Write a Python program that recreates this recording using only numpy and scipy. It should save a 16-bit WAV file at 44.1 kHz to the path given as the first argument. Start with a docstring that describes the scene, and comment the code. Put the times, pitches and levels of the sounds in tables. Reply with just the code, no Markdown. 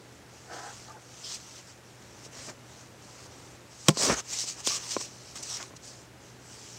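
"""A quiet room, a small microphone close to a cardboard box in which a cat shifts and paws.
Room noise and a mains hum lie underneath. Fur and pads rustle on the card in tiny stick-slip clicks,
farther scrapes ring the air in the box, and rubbed card squeaks. Knocks ring the walls, dragging claws
make them drone, and one shove shakes the microphone itself."""
import sys
import numpy as np
from scipy import signal
from scipy.io import wavfile
from scipy.ndimage import uniform_filter1d

SR = 44100
rng = np.random.default_rng(int(sys.argv[2]) if len(sys.argv) > 2 else 0)


def master(y):
    """Save y as 16-bit WAV."""
    cut = np.clip(np.atleast_2d(y).T, -1, 1)
    pcm = np.round(cut * 32767)  # scale
    wavfile.write(sys.argv[1], SR, pcm.astype(np.int16))


N = 298998


def gain_of(db):
    return 10 ** (np.asarray(db) / 20)


def unit_rms(x):
    return x / np.sqrt(np.mean(x ** 2) + 1e-20)


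def spectrum_db(points, hz):
    """A table of freq_hz, gain_db, read along a log frequency axis."""
    freq_hz, gain_db = np.transpose(points)
    return np.interp(np.log(hz + 1), np.log(freq_hz + 1), gain_db)


def column_at(table, t, column):
    rows = np.array(table)
    return np.interp(t, rows[:, 0], rows[:, column])


def add(mix, start_s, sound):
    part = mix[round(start_s * SR):][:len(sound)]
    part += sound[:len(part)]


def drift(span):
    """Random wander of rms 1, smoothed over span samples."""
    return unit_rms(uniform_filter1d(uniform_filter1d(rng.standard_normal(N), span), span))


def stroke_levels_db(strokes, t):
    """Level of each stroke: a grip, a straight swell or sag, a lift."""
    start, length, first_db, last_db, edge_db_per_s = np.transpose(strokes)[:5, :, None]
    held_db = first_db + (last_db - first_db) * np.clip((t - start) / length, 0, 1)
    outside_s = np.maximum(np.maximum(start - t, t - start - length), 0)
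    return held_db - abs(edge_db_per_s) * outside_s


def stroke_envelope(strokes):
    """Gain of the loudest stroke at every sample."""
    t = np.arange(0, N, 32) / SR
    return gain_of(np.interp(np.arange(N) / SR, t, stroke_levels_db(strokes, t).max(0)))


def stroke_blend(strokes, t, rest, rest_db):
    """The strokes' last column and a resting value, averaged by their power."""
    power = gain_of(2 * stroke_levels_db(strokes, t.ravel()))
    rest_power = gain_of(2 * rest_db)
    return (np.transpose(strokes)[-1] @ power + rest * rest_power) / (power.sum(0) + rest_power)


def slips(per_s, spread_db, hiss):
    """Tiny stick-slip clicks of uneven size over a smooth hiss."""
    sizes = gain_of(spread_db * np.minimum(rng.exponential(1, N), 4))
    slipping = rng.random(N) < per_s / SR
    clicks = unit_rms(sizes * slipping * rng.standard_normal(N))
    return unit_rms(clicks + hiss * rng.standard_normal(N))


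def colour(x, shape_db, frame):
    """Filters x by shape_db(hz, t), scaled to unit power in each frame."""
    framing = dict(nperseg=frame, noverlap=frame * 3 // 4)
    hz, t, spectra = signal.stft(x, SR, **framing)
    gain = gain_of(shape_db(hz[:, None], t[None]))
    gain /= np.sqrt(np.mean(gain ** 2, 0))
    return signal.istft(spectra * gain, SR, **framing)[1][:N]


def resonate(x, hz, width_hz):
    """Two passes through one resonance, each width_hz wide."""
    b, a = signal.iirpeak(hz, hz / width_hz, SR)
    return signal.lfilter(b, a, signal.lfilter(b, a, x))


def ring(modes, t, t60_scale=1):
    """A sum of decaying sines."""
    return sum(gain_of(db - 60 * t / (t60 * t60_scale)) * np.sin(2 * np.pi * hz * t)
               for hz, db, t60 in modes)


def highpass(x, hz, order):
    return signal.sosfilt(signal.butter(order, hz, "high", fs=SR, output="sos"), x)


# Room tone around the box: freq_hz, relative_db
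ROOM_SPECTRUM = [(15, -71), (25, -45), (58, -2), (123, -4), (145, -4.5), (229, -5.5), (354, -5),
                 (591, -7.5), (714, -10), (962, -11), (1040, -13), (1610, -12.5), (4370, -21.5),
                 (7110, -23), (16000, -36.5)]
# Swells in its low end: time_s, gain_db
ROOM_SWELLS = [(0, 1), (1.9, -0.5), (2.3, 4), (2.8, 0.3), (3.45, 4.5), (3.7, -0.3), (5.1, 2), (6.78, 0.7)]


def room_tone(level_db=-53.5):
    """Steady noise all round the microphone; its low end swells gently."""
    framing = dict(nperseg=2048, noverlap=1536)
    hz, t, spectra = signal.stft(rng.standard_normal(N), SR, **framing)
    shape = unit_rms(gain_of(spectrum_db(ROOM_SPECTRUM, hz)))[:, None]
    low_share = 1 / (1 + (hz[:, None] / 900) ** 2)
    swell = gain_of(column_at(ROOM_SWELLS, t, column=1) * low_share)
    return gain_of(level_db) * signal.istft(spectra * shape * swell, SR, **framing)[1][:N]


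def mains_hum(pitch_hz=121, level_db=-59):
    """One faint background tone, wavering in pitch and level."""
    cycles = np.cumsum(pitch_hz + 1.06 * drift(4900)) / SR
    waver_db = 1.4 * drift(2000)
    return np.sqrt(2) * gain_of(level_db + waver_db) * np.sin(2 * np.pi * cycles)


# Fur and pads on card, close to the microphone:
# start_s, length_s, first_db, last_db, edge_db_per_s, pressure_0_to_1
FUR_STROKES = [(.535, 0.25, -47, -51, 300, 0.08), (.8, 0.13, -50.5, -57, 400, 0.25),
               (1.0, 0.32, -60, -44, 400, 0.28), (1.25, 0.1, -43, -37, 400, .34),
               (1.39, .2, -53, -48.5, 250, 0.18), (1.7, 0.021, -50.5, -57, 200, 0.24),
               (2.02, 0.23, -58, -57, 300, 0), (2.22, 0.037, -57, -45.5, 550, .4),
               (2.33, .17, -50, -44, 600, 0.26), (2.7, 0.13, -54.5, -55, 150, 0),
               (3.03, 0.23, -55, -53, 300, 0.07), (3.32, .24, -53.5, -57.5, 300, 0),
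               (3.81, 0.041, -49.5, -47.5, 307, 1), (3.87, 0.035, -41, -36, 600, 0.12),
               (3.945, .022, -49, -42, 500, 0.2), (3.973, 0.044, -31.5, -26, 4000, 0.95),
               (4.023, 0.12, -23, -32.5, 2500, 0.37), (4.15, .054, -39.5, -38, 1200, 0.05),
               (4.27, 0.059, -46.5, -33.5, 300, .2), (4.33, 0.051, -32.5, -35.5, 300, 0.42),
               (4.39, 0.03, -31.5, -30, 300, 0.56), (4.485, 0.016, -33, -35, 280, 0.45),
               (4.605, .015, -40, -48, 250, .02), (4.668, 0.1, -27.5, -32, 600, 0.45),
               (4.8, 0.12, -43.5, -38.5, 400, .2), (4.92, 0.054, -31.5, -42, 389, .35),
               (4.965, 0.041, -42, -39, 500, 0.44), (5.012, 0.076, -35, -50, 500, 0.4),
               (5.08, 0.31, -51.5, -57.5, 400, 0.45), (5.36, .014, -40.5, -39, 998, 0.16),
               (5.385, .03, -43, -48, 500, 0.7), (5.434, .015, -35, -45, 900, 0.45),
               (5.45, 0.12, -42, -38, 300, 0.31), (5.614, 0.083, -42.5, -58, 400, 0.07),
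               (5.767, 0.0051, -44.5, -51, 1500, 0.6), (5.84, 0.039, -49.5, -46.5, 600, .6),
               (5.885, 0.2, -47, -68, 400, 1), (6.51, 0.28, -51.5, -48, 150, 0.26)]
# Colour of a light stroke: freq_hz, relative_db
LIGHT_SPECTRUM = [(410, -47), (700, -5), (757, -3), (1310, -6), (1520, -14.5), (3030, -10), (3640, -12.5),
                  (4320, -9.5), (5920, -4.5), (8100, -10.5), (10300, -28.5), (16000, -32.5)]
# What full pressure adds to that colour: freq_hz, relative_db
PRESSURE_SPECTRUM = [(1000, -32.5), (2000, -8), (2700, -2), (3300, -1.5), (4000, 4.5), (8000, 5),
                     (14000, -1)]


def fur_rustle(rest_db=-62.5, rest_pressure=0.22, rest_wander_db=4.5):
    """Dense slips of hair on card; patches of the surface brighten and dull as the paw moves."""
    patches = rng.standard_normal((129, N // 64 + 9))  # frequency bins by frames
    patches = unit_rms(uniform_filter1d(uniform_filter1d(patches, 5, axis=0), 30, axis=1))

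    def shape_db(hz, t):
        pressure = stroke_blend(FUR_STROKES, t, rest_pressure, rest_db)
        pressed_db = pressure * spectrum_db(PRESSURE_SPECTRUM, hz)
        return spectrum_db(LIGHT_SPECTRUM, hz) + pressed_db + 1.8 * patches[:, :t.size]

    flutter = gain_of(0.65 * drift(170))
    brushing = gain_of(rest_db + rest_wander_db * drift(3600))  # faint fur between strokes
    level = np.hypot(stroke_envelope(FUR_STROKES), brushing)
    friction = slips(per_s=9000, spread_db=1.2, hiss=0.85)
    return level * flutter * colour(friction, shape_db, frame=256)


# Scrapes farther from the microphone: start_s, length_s, first_db, last_db, edge_db_per_s
FAR_SCRAPES = [(.51, .2, -41, -45.5, 450), (.89, 0.018, -50, -51.5, 400), (.968, 0.0071, -50, -49.5, 700)]
# Resonances of the air in the box: pitch_hz, width_hz, relative_db
AIR_MODES = [(352, 110, -2.5), (473, 52, -3.5), (720, 210, 5), (812, 17, 1.5), (996, 34, -3),
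             (1325, 52, -4), (1480, 450, 4), (1720, 70, -10)]


def hollow_scrapes():
    """Uneven slips ring the air inside the box."""
    friction = slips(per_s=3000, spread_db=1.9, hiss=0.86) * gain_of(2.3 * drift(190))
    air = sum(gain_of(db) * unit_rms(resonate(friction, hz, width_hz)) for hz, width_hz, db in AIR_MODES)
    return stroke_envelope(FAR_SCRAPES) * unit_rms(air)


# Bands that sing as the card is rubbed: start_s, length_s, pitch_hz, width_hz, level_db
CARD_SQUEAKS = [(0.874, 0.11, 860, 40, -54), (0.879, 0.042, 1190, 40, -51.5),
                (1.231, 0.054, 5060, 700, -44.5), (1.232, 0.066, 3170, 500, -49.5),
                (2.427, 0.087, 5060, 500, -53), (3.856, 0.018, 1250, 120, -52),
                (4.162, 0.049, 6460, 900, -37.5), (4.695, 0.098, 1146, 110, -46.5),
                (5.484, 0.1, 5700, 900, -39.5), (5.608, 0.038, 1060, 80, -52)]


def card_squeaks():
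    """Rubbed card sings: noise in one narrow resonance, swelling and fading."""
    out = np.zeros(N)
    for start_s, length_s, hz, width_hz, db in CARD_SQUEAKS:
        settled = resonate(rng.standard_normal(12000), hz, width_hz)[4000:]
        tone = unit_rms(settled[:round(length_s * SR)])
        add(out, start_s, gain_of(db) * tone * signal.windows.tukey(len(tone), 0.4))
    return out


# Blows and claw ticks, close up: start_s, thump_db, click_db, panel_db, click_tilt_db_per_octave
BLOWS = [(2.264, -45.5, -56, -65, 1.3), (3.8838, -39, -9.5, -41, -1), (3.8854, -13, -2, -15.5, -11),
         (3.8917, -12.5, -12.5, -18, -1), (3.9719, -27.5, -34, -60, -7), (4.0983, -17, -30, -24.5, -3),
         (4.118, -37, -27, -33, 2.1), (4.201, -57, -51, -79, 5), (4.44, -41, -60, -68, .1),
         (4.6734, -26, -12.5, -67, -7), (4.9345, -55, -29.5, -80, -18), (4.9662, -19.5, -57, -37, 7),
         (5.0125, -39, -32, -67, -11), (5.357, -45, -38, -69, .1), (5.43, -57, -33, -85, 10),
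         (5.501, -63, -35, -88, 5), (5.628, -60, -31, -86, -6), (5.708, -44, -63, -74, -3),
         (5.738, -43, -62, -64, -3), (5.767, -62, -44, -81, -11)]
# Thump of the box: pitch_hz, gain_db, base_t60_s
BOX_MODES = [(297, -13, 0.017), (350, 2.5, 0.019), (411, -13, 0.095), (537, -1, 0.043), (680, -13, 0.057),
             (840, -11.5, 0.038), (1030, -2.5, 0.051), (1366, -18, 0.052), (1690, -30, 0.028),
             (2300, -13, 0.031)]
# Boom of its large wall panels: pitch_hz, gain_db, base_t60_s
PANEL_MODES = [(159, -1.5, 0.077), (200, 3.5, 0.056), (270, -11.5, 0.045)]
# Its stiff folded edges: pitch_hz, gain_db, t60_s
FOLD_MODES = [(2200, -13.5, 0.009), (3270, -10.5, 0.013), (14800, -24, .008)]
# Colour of a crack: freq_hz, relative_db
CRACK_SPECTRUM = [(1500, -34), (2500, -6.5), (3300, -5.5), (4200, -6), (6000, 1.5), (8000, 1.5),
                  (10000, -7.5), (12500, -18), (15000, -31)]


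def box_knocks(tap_t60_scale=0.47, slam_db=-16, crack_t60_s=0.0075, scatter_t60_s=0.052):
    """Each blow pushes the walls in, so they ring, and leaves a short crack."""
    box, panels, cracks = np.zeros((3, N))
    t = np.arange(6000) / SR
    crack_decay = gain_of(-60 * t / crack_t60_s) + gain_of(-30 - 60 * t / scatter_t60_s)
    for start_s, thump_db, click_db, panel_db, tilt in BLOWS:
        slam = gain_of(3.1 * min(panel_db - slam_db, 1))  # hard blows ring longer
        fold_db = click_db - 3.5 * max(tilt, 0)  # thin, bright ticks barely move the folds
        add(box, start_s, -gain_of(thump_db) * ring(BOX_MODES, t, tap_t60_scale + 0.86 * slam))
        add(box, start_s, gain_of(fold_db) * ring(FOLD_MODES, t))
        add(panels, start_s, -gain_of(panel_db) * ring(PANEL_MODES, t, tap_t60_scale + 0.83 * slam))
        add(cracks, start_s, gain_of(click_db) * rng.standard_normal(t.size) * crack_decay)

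    def shape_db(hz, t):
        octaves = np.log2(np.clip(hz, 500, 9000) / 4500)
        return spectrum_db(CRACK_SPECTRUM, hz) + column_at(BLOWS, t, column=4) * octaves

    cracks = colour(cracks, shape_db, frame=128)
    # A wall radiates little below its lowest ring, and a crack has no bass.
    return highpass(box, 210, order=4) + highpass(panels, 90, order=3) + highpass(cracks, 700, order=2)


# Claws along the walls, close up:
# start_s, length_s, first_db, last_db, edge_db_per_s, tilt_db_per_octave
CLAW_DRAGS = [(2.335, 0.08, -55, -52, 400, 3), (2.494, 0.0041, -38.5, -40.5, 701.5, -.5),
              (3.995, 0.095, -36.5, -28.5, 503, -2.5), (4.097, 0.051, -22.5, -33, 2000, -.5),
              (4.168, 0.03, -40.5, -39.5, 1400, 1), (4.69, 0.099, -47.5, -50, 400, 3.5),
              (5.014, 0.0054, -40, -52, 1200, -1), (5.4, 0.16, -52.5, -63, 300, -2.5),
              (5.612, 0.03, -46, -60, 350, 3.5)]
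# What the walls radiate to the microphone: freq_hz, relative_db
WALL_SPECTRUM = [(35, -44), (60, -15), (251, 0), (340, 1), (478, -0.5), (695, 1), (783, -11), (838, -2.5),
                 (1830, -4.5), (3500, -18), (4550, -58), (7700, -120)]


def claw_drags():
    """Slipping claws shake the walls into a drone, each drag with its own brightness."""
    def shape_db(hz, t):
        tilt = stroke_blend(CLAW_DRAGS, t, rest=0, rest_db=-120)
        return spectrum_db(WALL_SPECTRUM, hz) + tilt * np.log2((hz + 50) / 600)

    judder = gain_of(1.5 * drift(200))
    friction = slips(per_s=3000, spread_db=0.77, hiss=5.3)
    return stroke_envelope(CLAW_DRAGS) * judder * colour(friction, shape_db, frame=512)


def microphone_jolt(start_s=4.095, pitch_hz=60.6, gain_db=-30, t60_s=0.23, rise_s=0.02):
    """One shove shakes the microphone: a low swing that grows quickly and dies."""
    out, t = np.zeros(N), np.arange(12000) / SR
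    rise = 1 - np.exp(-(t / rise_s) ** 2)
    add(out, start_s, rise * ring([(pitch_hz, gain_db, t60_s)], t))
    return out


def scene():
    """The cat in its box and the room, in mono from beside the card."""
    cat = fur_rustle() + claw_drags() + hollow_scrapes() + card_squeaks() + box_knocks()
    return (cat + microphone_jolt() + room_tone() + mains_hum())[None]


def record(dry, ceiling=0.84, top_hz=15850):
    """The microphone drops the deepest bass, its amplifier rounds the peaks, and the top is cut off."""
    thinned = highpass(dry, 45, order=2)
    rounded = ceiling * np.tanh(thinned / ceiling)
    lowpass = signal.firwin(511, top_hz, window=("kaiser", 9), fs=SR)
    return signal.oaconvolve(rounded, lowpass[None], "same")


dry = scene()
out = record(dry)
master(out)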